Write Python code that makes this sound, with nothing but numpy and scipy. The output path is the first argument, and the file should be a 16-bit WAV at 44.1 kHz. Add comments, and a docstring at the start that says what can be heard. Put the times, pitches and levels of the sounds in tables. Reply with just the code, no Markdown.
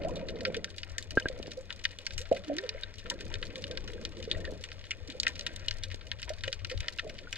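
"""Coral reef, under water, heard through a camera's waterproof housing. Fish bite and scrape coral and
shrimps snap, near and far: sharp pulses with splintering and echoes that ring the housing's modes.
Air bubbles gulp and ping as damped tones; water sloshes past in surges of noise and small bubbles.
The hand that holds the housing rumbles and knocks."""
import sys
import numpy as np
from scipy import signal
from scipy.fft import rfft, irfft, next_fast_len
from scipy.io import wavfile
from scipy.ndimage import uniform_filter1d, map_coordinates

SR = 44100
rng = np.random.default_rng(int(sys.argv[2]) if len(sys.argv) > 2 else 0)


def generate_wav(sig):
    """Save sig (samples, or channels by samples) to the path in sys.argv[1] as 16-bit PCM at SR."""
    pcm = np.round(np.clip(np.atleast_2d(sig).T, -1, 1) * 32767).astype(np.int16)
    wavfile.write(sys.argv[1], SR, pcm)


N = 325017

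# big coral pieces breaking: (time [s], relative level [dB], brightness centre [Hz], splintering [dB],
# lower mode [Hz], upper mode [Hz])
CORAL_BREAKS = [(0.4509, -29.5, 2650, 1, 2170, 5100), (0.9818, -33, 3900, -10, 1830, 7000),
                (1.8523, -26, 2670, -35, 2930, 3700), (2.5838, -32.5, 2930, -20, 1850, 3700),
                (2.6916, -33.5, 4070, -24, 3880, 5140), (2.834, -36, 3580, -30, 3700, 4500),
                (4.3138, -28, 3530, -4, 3650, 4580), (4.9078, -31.5, 2800, 1, 1840, 7300),
                (5.1998, -28.5, 4700, -10, 4100, 7040), (5.267, -24.5, 2190, -17, 1920, 2650),
                (5.683, -29, 3400, -25, 3120, 3920), (6.883, -32, 2950, -18, 1900, 2950),
                (6.9857, -36.5, 2610, -6, 1620, 2800)]
# near bites and snaps: (time [s], relative level [dB], brightness centre [Hz], splintering [dB])
NEAR_SNAPS = [(0.085, -51.5, 4170, -5), (0.157, -45.5, 3900, 4), (0.2857, -41, 3240, 7),
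              (0.407, -44, 3080, -8), (0.5439, -35.5, 2500, 4), (0.567, -43.5, 3730, -25),
              (0.6435, -34.5, 3480, -14), (0.7814, -41, 3700, 22), (0.8321, -39, 3120, -19),
              (1.026, -46.5, 4220, -11), (1.107, -41.5, 3700, 0), (1.1984, -40, 2860, -25),
              (1.285, -38.5, 3700, -18), (1.4275, -44.5, 3460, -6), (1.5164, -43.5, 3740, -6),
              (1.7044, -38, 2640, -8), (1.726, -44, 3700, -9), (1.841, -40.5, 3340, 4),
              (1.987, -44, 3600, -19), (2.0658, -33, 3700, -9), (2.107, -44, 2980, -17),
              (2.1787, -36.5, 4100, 8), (2.2146, -45.5, 4150, 0), (2.326, -46, 3300, -7),
              (2.3629, -43.5, 2470, 12), (2.567, -43.5, 3660, -17), (3.057, -46, 1880, 8),
              (3.0997, -31.5, 4120, -4), (3.111, -41.5, 1640, 9), (3.2072, -43.5, 3300, 9),
              (3.3404, -36.5, 3350, -25), (3.3544, -43.5, 2850, -14), (3.4271, -36.5, 2640, -5),
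              (3.5568, -41, 3120, -3.5), (3.6405, -37.5, 3320, -12), (3.7118, -42, 3700, -6),
              (3.7735, -37, 3170, -28), (3.8759, -43.5, 2820, 25), (4.051, -35.5, 3700, -10),
              (4.227, -45.5, 3550, -26), (4.4502, -42, 2670, 8), (4.6389, -40, 3460, 2),
              (4.717, -45, 2760, -16), (5.1005, -42.5, 3560, -1), (5.2321, -34, 3700, -17),
              (5.28, -35, 3700, -2), (5.355, -46, 3900, -12), (5.3933, -39, 4000, -26),
              (5.41, -41.5, 4200, -12), (5.465, -32.5, 2940, -9), (5.4695, -39, 3700, -14),
              (5.5616, -42.5, 4060, -23), (5.7098, -34, 3640, -15), (5.8351, -36, 3900, 6),
              (5.9143, -44, 2650, -3), (5.944, -45, 3750, -31), (6.1155, -33.5, 3050, -28),
              (6.218, -48, 4300, -11), (6.2289, -39, 3400, 0), (6.2931, -40, 3800, -3),
              (6.4365, -34.5, 2640, 0), (6.4787, -35.5, 2730, -8), (6.528, -33.5, 3700, -5),
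              (6.6472, -36, 3270, -23), (6.697, -40, 2880, 12), (6.7127, -41, 2960, 8),
              (6.776, -45.5, 3630, -12), (6.8047, -38.5, 3500, -8), (6.9942, -32.5, 2500, -11),
              (7.095, -44.5, 2880, 24), (7.188, -45, 3240, -4), (7.3271, -35.5, 3050, -8),
              (7.357, -42.5, 2970, 4)]
# mean left-microphone lag of a crack: (time [s], lag [samples])
CRACK_LAG = [(0, 4.5), (3, 4.4), (5, 5), (7.4, 3.6)]
# teeth on coral: (start [s], hold [s], level [dB])
SCRAPES = [(0.866, 0.06, -56), (2.472, 0.11, -56.5), (2.586, 0.3, -55), (3.302, 0.019, -51),
           (4.289, 0.1, -56), (5.246, 0.025, -47.5), (5.418, 0.365, -56), (6.273, 0.0092, -47.5),
           (6.819, 0.07, -49.5)]
# tiniest snaps: (frequency [Hz], gain [dB])
SPARK_SPECTRUM = [(1500, -26), (4000, 5.5), (7200, -2), (9500, -10.5), (12500, -23), (15000, -22)]
# far crackle: (time [s], relative level [dB])
CRACKLE_LEVEL = [(0, -61), (2, -57.5), (2.6, -57.5), (5, -56.5), (5.3, -53), (5.9, -58.5), (7.37, -56.5)]
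# air bubbles: (time [s], pitch [Hz], relative level [dB], rise [s], glide [octaves/s])
AIR_BUBBLES = [(.049, 626, -22, 0.00048, 4), (.068, 716, -28.5, 0.0064, -0.5),
               (.224, 536, -32.5, 0.0037, -0.5), (0.455, 542, -27.5, 0.026, -2.5),
               (0.566, 512, -28, 0.0061, -14), (1.299, 522, -32, 0.0035, -1.5), (1.37, 538, -44, 0.0083, 3),
               (1.565, 504, -33.5, 0.021, 1.5), (2.195, 449, -41, 0.016, 9), (2.3138, 513, -15, 0.0032, 11),
               (2.318, 640, -13, 0.0023, 3), (2.497, 579, -25, 0.0052, 13), (2.505, 541, -30.5, 0.018, 3.5),
               (2.628, 577, -32, 0.015, -9.5), (2.739, 453, -38, 0.011, 16.5),
               (3.565, 499, -35.5, 0.018, 3), (3.925, 418, -38, 0.016, 7.5), (4.149, 336, -43, 0.038, 1.5),
               (4.275, 445, -35, 0.0019, 5), (4.355, 666, -38, 0.018, -2.5), (4.476, 520, -36, 0.0058, 2),
               (5.084, 280, -39, 0.0043, -3.5), (5.142, 502, -36.5, 0.012, 1),
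               (6.302, 589, -26.5, 0.0052, 5.5), (6.477, 530, -29, 0.00043, 1.5),
               (6.707, 475, -33.5, 0.017, 5.5), (7.047, 441, -34.5, 0.00078, 0),
               (7.064, 629, -37.5, 0.0047, -1.5)]
# one long glug of escaping air: (time [s], pitch [Hz])
GLUG_PITCH = [(2.465, 330), (2.505, 276.7), (2.56, 306), (2.61, 398.5), (2.72, 440)]
# small bubbles at the housing: (time [s], pitch [Hz], level [dB])
BUBBLE_PINGS = [(0.092, 985, -35), (0.215, 950, -43), (0.681, 1580, -42), (1.223, 2970, -30),
                (2.78, 2140, -38), (3.111, 960, -36), (3.306, 935, -47), (3.98, 1600, -42),
                (4.349, 1930, -34), (4.382, 1570, -43), (4.445, 1860, -33), (4.476, 1760, -35),
                (5.295, 994, -44.5), (6.28, 970, -45), (7.272, 1450, -36.5)]
# knocks on the housing: (time [s], relative level [dB])
HAND_KNOCKS = [(0.501, -31.5), (1.1725, -15.5), (1.2565, -23), (1.399, -32), (1.479, -33), (2.313, -27.5),
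               (4.523, -33.5), (5.943, -40.5), (6.48, -46), (6.742, -40)]
# housing pushed as a whole: (frequency [Hz], gain [dB], t60 [s])
THUD_MODES = [(111, 4.5, 0.012), (256, 2.5, 0.02), (440, 8, 0.011)]
# housing wall: (frequency [Hz], gain [dB], t60 at the hardest knock [s])
WALL_MODES = [(1594, 4, 0.042), (1640, -16, 0.065), (1410, -1, 0.02), (2930, -11, 0.011)]
# water surges: (start [s], hold [s], relative level [dB])
WATER_SURGES = [(0, 0.067, -39), (0.096, 0.44, -45.5), (1.116, 0.37, -53), (2.322, 0.017, -48.5),
                (3.046, 1.16, -51), (3.7, 0.014, -47.5), (4.308, 0.16, -47), (5.08, 0.48, -57.5),
                (7.027, 0.041, -51)]
# churning water: (frequency [Hz], gain [dB])
SLOSH_SPECTRUM = [(60, -62), (120, 0.5), (195, 4.5), (280, 1.5), (400, 3.5), (510, 6), (660, 3.5),
                  (830, -24.5), (980, -9), (1300, -19), (2500, -20), (8000, -120)]
# upper edge of the slosh: (time [s], frequency [Hz])
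SLOSH_CUTOFF = [(0, 724), (2.9, 774), (3.15, 520), (3.62, 510), (3.71, 680), (3.8, 510), (4.2, 500),
                (4.36, 797)]
# shifts of the grip: (start [s], hold [s], relative level [dB])
GRIP_SHIFTS = [(0.878, 0.53, -43.5), (2.129, 0.073, -36.5), (3.18, 0.27, -41), (3.64, 0.94, -46),
               (4.356, 0.14, -37.5), (4.788, 1, -50.5), (5.52, 0.42, -43), (6.052, 0.61, -43.5),
               (6.746, 0.051, -29.5)]
# flexing housing: (frequency [Hz], gain [dB])
RUMBLE_SPECTRUM = [(8, -13), (22, 9), (35, -10), (55, -1), (75, -3.5), (92, 4), (112, -8.5), (140, -17.5),
                   (250, -44.5), (1500, -120)]
# housing resonances; the silent 640 Hz row only flips the later signs, leaving a dip near 830 Hz:
# (frequency [Hz], width [Hz], left gain [dB], right gain [dB])
HOUSING_MODES = [(600, 72, -0.5, 1.5), (640, 190, -60, -71), (960, 27, -3, 0.5), (1359, 79, 4, -1),
                 (1584, 69, 6.5, 4.5), (1807, 85, 10.5, 5), (2083, 317, 5.5, 2.5), (2500, 112, 9, 8),
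                 (2890, 171, 10, 4), (3700, 590, 5.5, 3), (4634, 490, 0.5, 3.5), (5615, 410, -3, -1.5),
                 (7250, 1110, -10, -10), (7400, 3700, -58, -18), (12400, 260, -50.5, -22.5)]
# extra phase of the left microphone: (frequency [Hz], phase [rad])
LEFT_PHASE = [(200, -1.03), (500, -0.65), (1000, -1.09), (2000, 0.78), (5000, 1), (8000, 0.059)]

SURGE_ATTACK_S, SURGE_T60_S, CALM_DB = 0.0019, 0.71, -61.5


def crunches(gain_db=1):
    """A big bite breaks off a piece that knocks hollowly at its own two pitches."""
    return amp(gain_db) * cracks(CORAL_BREAKS, ripple_db=3.15, low_hz=1450, soft_hz=9000)


def snaps(gain_db=1):
    """Fish biting coral and shrimps snapping close by."""
    return amp(gain_db) * cracks(NEAR_SNAPS, ripple_db=2.5, low_hz=1150, soft_hz=12500)


def cracks(rows, ripple_db, low_hz, soft_hz, crack_t60_s=0.015, tail_t60_s=0.071, far_t60_s=0.12,
           ring_db=5, ring_q=9, lag_spread_samples=0.74, sparkle_db=3, size=4096):
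    """Per row: a sharp pulse, short splintering and reef echoes, all ringing the housing."""
    out, t, hz = np.zeros((2, N)), np.arange(size) / SR, np.fft.rfftfreq(size, 1 / SR)
    log_hz = np.log(np.clip(hz, 1450, 7500))
    tilts = np.linspace(-3, 2.5, 12)
    slopes = np.exp(2 * np.outer(tilts, log_hz - log_hz.mean()))
    highpass = signal.freqs(*signal.butter(3, low_hz, 'high', analog=True), hz)[1]
    body = housing(hz, lag_samples=0) * highpass / (1 + (hz / soft_hz) ** 2)
    half_octaves = 2 * np.log2(np.clip(hz / 900, 1, 8))
    top_octave = np.log2(np.clip(hz / 5500, 1, 2))
    for time_s, db, centre_hz, splinter_db, *modes_hz in rows:
        crack = (t == 0) + amp(-1) * scatter(t, crack_t60_s, spiky=1)
        splinters = amp(splinter_db + 1) * scatter(t, tail_t60_s, spiky=1)
        echoes = amp(-19) * scatter(t, far_t60_s, spiky=1)
        pulse = crack + splinters + echoes
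        # short waves from the sides differ per microphone
        sides = amp(-1) * np.array([scatter(t, 2 * crack_t60_s, spiky=0.56) for _ in range(2)])
        spectrum = (rfft(pulse) + np.linalg.norm(pulse) * rfft(sides) * hz / (hz + 3000)) * body
        # own direction and colour per crack
        lag_samples = np.interp(time_s, *np.transpose(CRACK_LAG))
        lag_samples += lag_spread_samples * rng.standard_normal()
        spectrum[0] *= np.exp(-2j * np.pi * hz / SR * lag_samples)
        ripple = map_coordinates(np.append(0, rng.standard_normal(11)), [half_octaves])
        spectrum *= amp(ripple_db * ripple)
        spectrum *= amp(sparkle_db * rng.standard_normal((2, 1)) * top_octave)
        for mode_hz in modes_hz:
            loss = 1j * hz * mode_hz / ring_q
            spectrum *= 1 + amp(ring_db) * loss / (mode_hz ** 2 - hz ** 2 + loss)
        # a quicker fracture is brighter: tilt the centroid towards centre_hz
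        power = slopes * np.sum(abs(spectrum) ** 2, 0)
        tilt = np.interp(np.log(centre_hz), power @ log_hz / power.sum(1), tilts)
        sound = np.roll(irfft(spectrum * np.exp(tilt * log_hz)), SR // 500, axis=1)  # 2 ms lead-in
        sound /= np.sqrt(np.mean(sound[:, :SR // 80] ** 2))
        add(out, time_s - .002, amp(db) * sound)
    return out


def rasps(attack_s=0.002, t60_s=0.21, dull_hz=1100):
    """Teeth scrape coral: runs of dull little fractures that swell and die away."""
    grit = impulses(rate_per_s=700, spread_db=5)
    heard = filtered(grit, lambda hz: housing(hz, lag_samples=5.05) / (1 + 1j * hz / dull_hz) ** 2)
    envelope = sum(amp(db) * swell(start_s, attack_s, hold_s, t60_s) for start_s, hold_s, db in SCRAPES)
    return unit(heard) * envelope


def ticks(count=290, level_db=-56, spread_db=6):
    """Weaker snaps from all over the reef, blurred by distance."""
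    loudness, brightness, splintering = rng.standard_normal((count, 3)).T
    times_s = rng.uniform(0, N / SR, count)
    levels_db = level_db + spread_db * np.minimum(loudness, 1)
    centres_hz = 3350 * np.exp(.28 * brightness)
    splinters_db = -1 + 6 * splintering
    rows = np.transpose([times_s, levels_db, centres_hz, splinters_db])
    return cracks(rows, ripple_db=2, low_hz=1150, soft_hz=9500)


def bubbles(glug_db=-33, ring_t60_s=0.076, halving_db=23, wash_db=-15, wash_t60_s=0.16, top_hz=780):
    """A bubble swells as it breaks free, rings and glides as its shape changes; a large one glugs."""
    glug_envelope = swell(GLUG_PITCH[0][0], attack_s=0.029, hold_s=0.0053, t60_s=0.68)
    out = amp(glug_db) * glug_envelope * air_tone(curve(GLUG_PITCH))
    t = np.arange(SR // 3) / SR
    for time_s, hz, db, rise_s, octaves_per_s in AIR_BUBBLES:
        t60_s = ring_t60_s * 2 ** (-(db + 30) / halving_db)  # louder dies faster
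        onset = np.sin(np.pi / 2 * np.minimum(t / rise_s, 1)) ** 2
        decay = amp(-60 * np.maximum(t - rise_s, 0) / t60_s)
        add(out, time_s, amp(db) * onset * decay * air_tone(hz * 2 ** (octaves_per_s * t)))
    # disturbed water washes on briefly
    wash = signal.oaconvolve(out * wobble(rate_hz=60), scatter(t, wash_t60_s, spiky=0))[:N]
    dull = filtered(out + amp(wash_db) * wash, lambda hz: 1 / (1 + (hz / top_hz) ** 12))
    return panned(dull, pan_db=-1.7)


def air_tone(hz, roughness=0.25):
    """Shaky tone of an air pocket; pitch given per sample."""
    shake = unit(uniform_filter1d(rng.standard_normal((2, len(hz))), size=260, axis=1))
    jitter_rad, tremor = roughness * shake
    return (1 + tremor) * np.sin(2 * np.pi * np.cumsum(hz) / SR + jitter_rad)


def pings(t60_cycles=58, attack_s=0.00059):
    """Small bubbles, each ringing at one high pitch."""
    out = np.zeros(N)
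    for time_s, hz, db in BUBBLE_PINGS:
        add(out, time_s, struck([(hz, db, t60_cycles / hz)], attack_s))
    return out


def knocks(wall_db=4.5, hard_db=-23, fade_db_per_db=11, halving_db=14):
    """Soft bumps only thud; hard ones also ring the housing's wall, longer the harder they are."""
    out, hardest_db = np.zeros(N), max(db for _, db in HAND_KNOCKS)
    for time_s, thud_db in HAND_KNOCKS:
        ring_db = thud_db + wall_db - fade_db_per_db * max(hard_db - thud_db, 0)
        t60_scale = 2 ** ((thud_db - hardest_db) / halving_db)
        wall = [(hz, db, t60_s * t60_scale) for hz, db, t60_s in WALL_MODES]
        thud = amp(thud_db) * struck(THUD_MODES, attack_s=0.00037)
        ring = amp(ring_db) * struck(wall, attack_s=0.0027)
        add(out, time_s, thud + ring)
    return out


def splashes(gain_db=-24, t60_s=0.13, dull_hz=2000):
    """Each knock shakes the water at the housing into a short rough splash."""
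    noise = rng.standard_normal(N)
    stirred = filtered(noise, lambda hz: housing(hz, lag_samples=5.1) / (1 + (hz / dull_hz) ** 2))
    envelope = sum(amp(db) * swell(time_s, SURGE_ATTACK_S, 0, t60_s) for time_s, db in HAND_KNOCKS)
    return amp(gain_db) * unit(stirred) * envelope


def slosh(gurgle_db=2, burble_db=-3, flutter_db=1, gain_db=2.64):
    """Water passing the housing: churn, gurgles and a few clearer bubbles."""
    gurgles = swarm(count=2200, low_hz=134.7, high_hz=684.4, t60_cycles=34.7, spread_db=12.5, rise=.13)
    burble = swarm(count=170, low_hz=440, high_hz=559, t60_cycles=48, spread_db=13.5, rise=.13)
    churn = coloured(rng.standard_normal(N), SLOSH_SPECTRUM)
    water = churn + amp(gurgle_db) * coloured(gurgles, SLOSH_SPECTRUM) + amp(burble_db) * burble
    envelope = flow(SURGE_T60_S, CALM_DB) * amp(gain_db + flutter_db * wobble(rate_hz=12))
    return panned(unit(slosh_edge(water)) * envelope, pan_db=-2)


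def slosh_edge(x, peak_db=4, shelf_db=-8):
    """Moving high shelf, resonant at its edge: the slosh dulls and brightens."""
    hz, times_s, frames = signal.stft(x, SR, nperseg=2048)
    ratio = hz[:, None] / np.interp(times_s, *np.transpose(SLOSH_CUTOFF))
    gain_db = shelf_db * (1 - 1 / (1 + ratio ** 20)) + peak_db / (1 + (10 * (ratio - 1)) ** 2)
    return signal.istft(frames * amp(gain_db), SR, nperseg=2048)[1][:N]


def flow(t60_s, calm_db):
    """Gain of the stirred water: surges over a calm floor."""
    surge_power = sum((amp(db) * swell(start_s, SURGE_ATTACK_S, hold_s, t60_s)) ** 2
                      for start_s, hold_s, db in WATER_SURGES)
    return np.sqrt(amp(calm_db) ** 2 + surge_power)


def rumble(grip_db=-48, attack_s=0.0042, t60_s=0.22, lumps_db=2, flow_db=-3):
    """The grip flexes the housing in lumps, mostly on the left; passing water adds to it."""
    shared = amp(-6.5) * panned(coloured(rng.standard_normal(N), RUMBLE_SPECTRUM), pan_db=16)
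    separate = amp(-12) * coloured(rng.standard_normal((2, N)), RUMBLE_SPECTRUM)
    shift_power = sum((amp(db) * swell(start_s, attack_s, hold_s, t60_s)) ** 2
                      for start_s, hold_s, db in GRIP_SHIFTS)
    power = amp(grip_db) ** 2 + shift_power + (amp(flow_db) * flow(SURGE_T60_S, CALM_DB)) ** 2
    return (shared + separate) * np.sqrt(power) * amp(lumps_db * wobble(rate_hz=11))


def fizz(gain_db=-16, chirp_db=-5):
    """Tiny bubbles patter steadily and flare briefly with each surge; a few larger ones chirp."""
    patter = swarm(count=5000, low_hz=750, high_hz=2800, t60_cycles=30, spread_db=10, rise=.02)
    chirps = swarm(count=90, low_hz=1250, high_hz=2700, t60_cycles=110, spread_db=8, rise=.04)
    heard = filtered(patter + amp(chirp_db) * chirps, lambda hz: housing(hz, lag_samples=4.5))
    return unit(heard) * amp(gain_db) * flow(t60_s=0.45, calm_db=-50)


def simmer(gain_db=-18):
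    """Mid-sized bubbles merge into a soft wash, louder in stirred water."""
    plips = swarm(count=2400, low_hz=720, high_hz=1500, t60_cycles=26, spread_db=8, rise=.01)
    return plips * amp(gain_db) * flow(SURGE_T60_S, calm_db=-51)


def crackle(tail_t60_s=0.0052, hiss_db=-4, gain_db=-3, tilt=0.59):
    """Countless far snaps merge into a soft frying."""
    pops = impulses(rate_per_s=900, spread_db=5)
    t = np.arange(SR // 20) / SR
    paths = (t == 0) + .5 * np.array([scatter(t, tail_t60_s, spiky=0.16) for _ in range(2)])
    water = unit(signal.oaconvolve(pops[None], paths, axes=1)[:, :N])
    water += amp(hiss_db) * rng.standard_normal(N)
    heard = filtered(water, lambda hz: housing(hz, lag_samples=5.38) * (1 + hz / 3000) ** tilt)
    return unit(heard) * amp(curve(CRACKLE_LEVEL) + gain_db)


def sparks(level_db=-66, rate_per_s=24, spread_db=6, t60_s=0.026):
    """Tiny shrimps nearby: thin bright spits of grit."""
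    onsets = rng.random(N) < rate_per_s / SR
    energy = onsets * amp(spread_db * np.minimum(rng.standard_normal(N), 1)) ** 2
    power = signal.lfilter([1], [1, -amp(-60 / (t60_s * SR)) ** 2], energy)
    grit = rng.standard_normal((2, N)) * np.exp(.5 * rng.standard_normal((2, N)))
    return amp(level_db) * coloured(grit * np.sqrt(power), SPARK_SPECTRUM)


def housing(hz, lag_samples):
    """Response from the water to the two microphones inside; the left one lags."""
    modes = 0
    for k, (mode_hz, width_hz, left_db, right_db) in enumerate(HOUSING_MODES):
        loss = 1j * hz * width_hz
        modes += (-1) ** k * amp([[left_db], [right_db]]) * loss / (mode_hz ** 2 - hz ** 2 + loss)
    return modes * np.exp(np.outer([-2j * np.pi * lag_samples / SR, 0], hz))


def scatter(t, t60_s, spiky):
    """Uneven decaying echoes off rock and sand; energy 1."""
    echoes = rng.standard_normal(len(t)) * np.exp(spiky * rng.standard_normal(len(t)))
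    echoes *= amp(-60 * t / t60_s)
    return echoes / np.linalg.norm(echoes)


def swarm(count, low_hz, high_hz, t60_cycles, spread_db, rise):
    """Many small bubbles, each dying away as its pitch rises; rms 1."""
    out, t = np.zeros(N), np.arange(int(SR * t60_cycles / low_hz)) / SR
    for when, pitch, strength in rng.random((count, 3)):
        hz = low_hz * (high_hz / low_hz) ** pitch
        age = hz * t / t60_cycles
        envelope = amp(-60 * age) * (1 - np.exp(-hz * t))
        ring = np.sin(2 * np.pi * hz * t * (1 + rise * age)) * envelope
        add(out, when * N / SR, amp(spread_db * strength ** 2) * np.sqrt(hz) * ring)
    return unit(out)


def struck(modes, attack_s):
    """Damped modes set off by one blow; neighbours in opposite phase."""
    t = np.arange(SR // 5) / SR
    ring = sum((-1) ** k * amp(db + rng.normal(0, 1) - 60 * t / t60_s) * np.sin(2 * np.pi * hz * t)
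               for k, (hz, db, t60_s) in enumerate(modes))
    return ring * (1 - np.exp(-t / attack_s))


def impulses(rate_per_s, spread_db):
    """Clicks of random time, size and sign."""
    onsets = rng.random(N) < rate_per_s / SR
    return onsets * amp(spread_db * np.minimum(rng.standard_normal(N), 2)) * rng.choice([-1, 1], N)


def swell(start_s, attack_s, hold_s, t60_s):
    """Gain that rises, holds, then dies away."""
    t = np.arange(N) / SR - start_s
    return np.clip(t / attack_s, 0, 1) * amp(-60 * np.maximum(t - attack_s - hold_s, 0) / t60_s)


def wobble(rate_hz):
    """Smooth random curve with knots at rate_hz."""
    knots = rng.standard_normal(int(N * rate_hz / SR) + 4)
    return map_coordinates(knots, [np.arange(N) * rate_hz / SR])


def curve(rows):
    """(time [s], value) rows as one value per sample."""
    return np.interp(np.arange(N) / SR, *np.transpose(rows))


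def filtered(x, response):
    """x times a complex frequency response."""
    size = next_fast_len(N + SR // 2)
    return irfft(rfft(x, size) * response(np.fft.rfftfreq(size, 1 / SR)), size)[..., :N]


def coloured(x, points):
    """x shaped by (frequency [Hz], gain [dB]) points; rms 1."""
    points_hz, db = np.transpose(points)
    return unit(filtered(x, lambda hz: amp(np.interp(np.log(hz + 1), np.log(points_hz), db))))


def panned(x, pan_db):
    """Left louder than right by pan_db."""
    return x * amp([[pan_db / 2], [-pan_db / 2]])


def add(track, time_s, sound):
    """Mix a sound into the track."""
    part = track[..., max(round(time_s * SR), 0):][..., :sound.shape[-1]]
    part += sound[..., :part.shape[-1]]


def amp(db):
    """Decibels to gain."""
    return 10 ** (np.asarray(db) / 20)


def unit(x):
    """x at rms 1."""
    return x / np.sqrt(np.mean(x ** 2) + 1e-20)


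def scene():
    """Reef life over the water and the hand at the housing."""
    reef = crunches() + snaps() + rasps() + ticks() + sparks() + crackle()
    return reef + fizz() + simmer() + pings() + bubbles() + knocks() + splashes() + slosh() + rumble()


def record(dry):
    """Microphones on different walls differ in phase; the camera limits the band."""
    top_hz = 15700
    phase_shift = lambda hz: np.exp(np.outer([1j, 0], np.interp(hz, *np.transpose(LEFT_PHASE))))
    return filtered(dry, lambda hz: phase_shift(hz) * (hz < top_hz))


dry = scene()
out = record(dry)
generate_wav(out)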